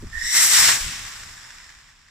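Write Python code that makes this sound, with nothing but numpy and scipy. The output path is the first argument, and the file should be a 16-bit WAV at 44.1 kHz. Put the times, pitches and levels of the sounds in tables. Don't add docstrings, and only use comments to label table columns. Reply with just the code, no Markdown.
import sys
import numpy as np
from scipy import signal
from scipy.fft import rfft, irfft
from scipy.io import wavfile
from scipy.ndimage import map_coordinates

SR = 44100
rng = np.random.default_rng(int(sys.argv[2]) if len(sys.argv) > 2 else 0)


def digitize_waveform(pressure):
    field = np.atleast_2d(pressure).T
    bounded = np.clip(field, -1, 1)
    quanta = np.round(bounded * 32767).astype(np.int16)
    wavfile.write(sys.argv[1], SR, quanta)


N = 92610
T = np.arange(N) / SR


def from_db(db):
    return 10 ** (np.asarray(db) / 20)


def in_time(rows):
    time_s, *columns = np.transpose(rows)
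    return [np.interp(T, time_s, column) for column in columns]


def at_hz(rows, hz):
    table_hz, *columns = np.transpose(rows)
    return np.array([np.interp(np.log(hz + 1), np.log(table_hz), column) for column in columns])


def bin_hz():
    return np.arange(N + 1) * SR / (2 * N)


def filtered(x, gain):
    spectrum = rfft(x, 2 * N) * gain
    return irfft(spectrum)[..., :N]


def coloured(x, colour):
    return filtered(x, from_db(at_hz(colour, bin_hz())))


def wobble(hz):
    motion = filtered(rng.standard_normal(N), 1 / np.sqrt(1 + (bin_hz() / hz) ** 6))
    return motion / motion.std()


# (start_s, hiss_level_db, rush_level_db, roar_level_db)
JET_LEVELS = [(0.0, -65.5, -68.5, -56.5), (0.1, -68.5, -62.5, -56), (0.3, -40.5, -44.5, -54),
              (0.33, -36, -42, -46), (0.35, -31.5, -36, -34.5), (0.37, -27, -32, -37),
              (0.39, -30, -34, -37.5), (0.44, -24, -33.5, -33), (0.5, -30, -35.5, -39),
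              (0.53, -25.5, -28.5, -31.5), (0.55, -27, -27.5, -35.5), (0.6, -25, -29, -30.5),
              (0.62, -28, -32.5, -32.5), (0.64, -26.5, -27, -28.5), (0.67, -28, -29.5, -34),
              (0.69, -27.5, -25, -27.5), (0.71, -31.5, -31, -29), (0.72, -32, -29.5, -34.5),
              (0.79, -40, -42, -38.5), (0.81, -41.5, -38.5, -44), (0.94, -50.5, -43.5, -47.5),
              (1.37, -62, -58, -53.5), (1.55, -66, -58.5, -56), (2.04, -79.5, -67.5, -66.5),
              (2.1, -80, -68, -64)]
# (frequency_hz, gain_db)
JET_COLOUR = [(40, -15.5), (130, 5), (300, 6), (500, 4), (800, 12.5), (1050, 18), (1500, 17.5),
              (2300, 16.5), (3000, 15.5), (4300, 15.5), (7500, 17), (11000, 15.5), (15500, 10.5)]
ROAR_HZ, RUSH_HZ, HISS_HZ = 1100, 2830, 10000
SPUTTER_DB, SPUTTER_HZ = -0.24, 160
SURGE_DB, SURGE_HZ = .5, 22


def jet():
    noise = rng.standard_normal((3, N))
    hz, frame_s, spectrum = signal.stft(noise, SR, nperseg=512)
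    levels_db = np.array([np.interp(frame_s, T, db) for db in in_time(JET_LEVELS)])
    blend = at_hz([(ROAR_HZ, 0, 0, 1), (RUSH_HZ, 0, 1, 0), (HISS_HZ, 1, 0, 0)], hz).T
    colour_db = at_hz(JET_COLOUR, hz).T
    flow = signal.istft(spectrum * from_db(colour_db + blend @ levels_db), SR)[1][:, :N]
    return flow * from_db(SPUTTER_DB * wobble(SPUTTER_HZ) + SURGE_DB * wobble(SURGE_HZ))


# (start_s, pitch_hz, level_db)
CASING_GLIDE = [(0, 1776, -69), (.11, 1805, -56), (.17, 1830, -52), (.2, 1838, -43), (.25, 1900, -34),
                (.32, 1947, -30), (.38, 1950, -22.5), (.49, 1950, -31.5), (.58, 1887, -26.5),
                (.7, 1868, -30.5), (.8, 1890, -48), (1.1, 1815, -50.5), (1.55, 1810, -54.5),
                (2.1, 1805, -69.5)]
# (multiple of the pitch, width_hz, level_db)
CASING_MODES = [(1, 424, -2.5), (1.98, 490, -6.5), (2.87, 670, -1.5), (3.94, 700, -4.5)]


def casing():
    pitch_hz, level_db = in_time(CASING_GLIDE)
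    phase = 2 * np.pi * np.cumsum(pitch_hz) / SR
    ringing = np.zeros((3, N))
    for multiple, width_hz, mode_db in CASING_MODES:
        for path in ringing:
            in_step = wobble(width_hz / 2) * np.cos(multiple * phase)
            quarter_off = wobble(width_hz / 2) * np.sin(multiple * phase)
            path += from_db(mode_db) * (in_step + quarter_off)
    return ringing * from_db(level_db)


WHISTLE_S, WHISTLE_ATTACK_S, WHISTLE_HOLD_S, WHISTLE_RELEASE_S = 0.1, 0.057, 0.12, 0.094
WHISTLE_DB, WHISTLE_SWELL_DB_PER_S = -35, 30
WHISTLE_JITTER_HZ_PER_S, WHISTLE_JITTER_HZ = 458, 155
WHISTLE_FLUTTER_DB, WHISTLE_FLUTTER_HZ = 5, 110


def whistle():
    pitch_hz, _ = in_time(CASING_GLIDE)
    age_s = np.clip(T - WHISTLE_S, 0, 1)
    edges_s = WHISTLE_S + np.cumsum([0, WHISTLE_ATTACK_S, WHISTLE_HOLD_S, WHISTLE_RELEASE_S])
    envelope = np.interp(T, edges_s, [0, 1, 1, 0]) ** 2
    paths = []
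    for _ in range(3):
        unsteady_hz = pitch_hz + WHISTLE_JITTER_HZ_PER_S * age_s * wobble(WHISTLE_JITTER_HZ)
        paths.append(np.sin(2 * np.pi * np.cumsum(unsteady_hz) / SR))
    flutter_db = WHISTLE_FLUTTER_DB * wobble(WHISTLE_FLUTTER_HZ)
    level_db = WHISTLE_DB + WHISTLE_SWELL_DB_PER_S * age_s + flutter_db
    return from_db(level_db) * envelope * np.array(paths)


# (start_s, level_db)
POPS = [(.047, -37), (1.051, -18), (1.177, -36), (1.234, -21.5), (1.410, -34), (1.433, -40), (1.505, -25),
        (1.584, -27), (1.642, -28.5), (1.651, -37), (1.692, -29), (1.703, -28), (1.739, -36), (1.751, -32)]
# (frequency_hz, gain_db)
POP_COLOUR = [(300, -30), (900, -12), (1700, 7), (3000, -4), (5600, -3.5), (8000, -9.5), (14000, -20)]
POP_DECAY_S, POP_DB = .003, -5.5


def pops():
    envelope = np.zeros(N)
    for start_s, level_db in POPS:
        decay = (T >= start_s) * np.exp(-np.abs(T - start_s) / POP_DECAY_S)
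        envelope += from_db(level_db + POP_DB) * decay
    return coloured(envelope * rng.standard_normal((3, N)), POP_COLOUR)


CRACKLE_PER_S, CRACKLE_DB, CRACKLE_SPREAD_DB = 260, 6.5, 9.5


def crackle():
    *_, roar_db = in_time(JET_LEVELS)
    size_db = CRACKLE_SPREAD_DB * np.minimum(rng.exponential(1, (3, N)), 3)
    sizes = from_db(size_db) * rng.choice([-1, 1], (3, N))
    clicks = sizes * (rng.random((3, N)) < CRACKLE_PER_S / SR)
    return coloured(clicks / clicks.std() * from_db(roar_db + CRACKLE_DB), POP_COLOUR)


# (start_s, lag_ms)
PORT_LAG = [(0, 0.015), (.4, 0.041), (.65, .022), (.9, 0.0059), (2.1, .002)]
# (frequency_hz, share 0-1)
DIRECT_SHARE = [(100, 0.8), (400, 0.27), (650, 0.07), (1200, 0.76), (1800, 0.71), (2800, 0.16),
                (5300, 0.47), (8000, 0.47), (11000, 0), (15000, .15)]


def in_street(three):
    direct, scattered = three[0], three[1:]
    lag_ms, = in_time(PORT_LAG)
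    fine = signal.resample_poly(direct, 2, 1)
    left = map_coordinates(fine, [2 * SR * (T - lag_ms / 1000)], order=3)
    share = np.clip(at_hz(DIRECT_SHARE, bin_hz()), 0, 1)
    straight = filtered(np.array([left, direct]), np.sqrt(share))
    return straight + filtered(scattered, np.sqrt(1 - share))


# (start_s, rumble_level_db, buffeting_level_db)
WIND_LEVELS = [(0.0, -41, -54), (0.03, -43, -38.5), (0.06, -29, -41.5), (0.1, -48, -50.5), (0.13, -39, -60),
               (0.18, -33, -59), (0.21, -46, -65), (0.24, -34.5, -49), (0.32, -54, -67), (0.41, -64, -55.5),
               (0.44, -47, -60), (0.56, -71, -54.5), (0.61, -44.5, -43.5), (0.77, -67, -49),
               (0.81, -38, -53.5), (0.88, -37.5, -41.5), (0.97, -54, -53.5), (1.04, -44.5, -46),
               (1.08, -52.5, -59), (1.23, -51.5, -53), (1.49, -61, -65), (1.77, -55.5, -65),
               (1.95, -62.5, -69), (2.1, -60, -64.5)]
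# (frequency_hz, gain_db)
RUMBLE_COLOUR = [(12, 5), (25, 31.5), (45, 24.5), (70, 21), (110, 1), (250, -8), (1000, -73)]
# (frequency_hz, gain_db)
BUFFET_COLOUR = [(30, -2), (70, 24.5), (110, 25), (200, 17), (350, 5.5), (700, -12), (2000, -64)]
WIND_APART_DB = -16


def wind():
    both = np.zeros((2, N))
    for level_db, colour in zip(in_time(WIND_LEVELS), (RUMBLE_COLOUR, BUFFET_COLOUR)):
        common = rng.standard_normal(N)
        apart = from_db(WIND_APART_DB) * rng.standard_normal(N) * np.array([[1], [-1]])
        both += coloured(common + apart, colour) * from_db(level_db)
    return both


RUB_S, RUB_LENGTH_S, RUB_SLIPS_PER_S = .026, 0.021, 170
RUB_DB, RUB_TOP_HZ = 6, 350


def rub():
    slip_s = RUB_S + (np.arange(12) + rng.normal(0, .1, 12)) / RUB_SLIPS_PER_S
    slips = np.zeros(N)
    slips[np.abs(slip_s * SR).astype(int)] = from_db(RUB_DB) * (slip_s < RUB_S + RUB_LENGTH_S)
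    dull = signal.sosfilt(signal.butter(4, RUB_TOP_HZ, fs=SR, output="sos"), slips)
    return signal.sosfilt(signal.butter(1, 60, "high", fs=SR, output="sos"), dull)


WHISTLE_PAN_DB = -2.5


def scene():
    pan = from_db(WHISTLE_PAN_DB * np.array([[.5], [-.5]]))
    rocket = in_street(jet() + casing() + pops() + crackle())
    return rocket + pan * in_street(whistle()) + wind() + rub()


# (frequency_hz, left_gain_db, right_gain_db)
PORT_RESPONSE = [(202.56, 0, -0.5), (553, -3, 0.5), (1087, -5.5, 0), (1900, 1.5, 3.5), (2700, 1, 0.5),
                 (4300, 1.5, 0.5), (4900, -4, 4.5), (5720, 4.5, 5), (6360, 3.5, -3.5), (7100, 5.5, -2.5),
                 (7860, 9, -0.5), (8700, -1, 1.5), (9970, -11, -4), (15100, -12.5, -3.5)]
# (frequency_hz, lead_rad)
PORT_LEAD = [(600, 0), (1800, .2), (2600, -.3), (4300, -.7), (4900, -.9), (5500, -.2), (6400, -.3),
             (7800, -2), (8700, -2.7), (15000, -3.5)]
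PEAK_TOP, CUTOFF_HZ = .88, 15200


def record(dry):
    left_db, right_db = at_hz(PORT_RESPONSE, bin_hz())
    lead_rad, = at_hz(PORT_LEAD, bin_hz())
    left_gain = from_db(left_db) * np.exp(1j * lead_rad)
    heard = filtered(dry, np.array([left_gain, from_db(right_db)]))
    rounded = heard / (1 + (heard / PEAK_TOP) ** 6) ** (1 / 6)
    return filtered(rounded, 1 / np.sqrt(1 + (bin_hz() / CUTOFF_HZ) ** 400))


dry = scene()
out = record(dry)
digitize_waveform(out)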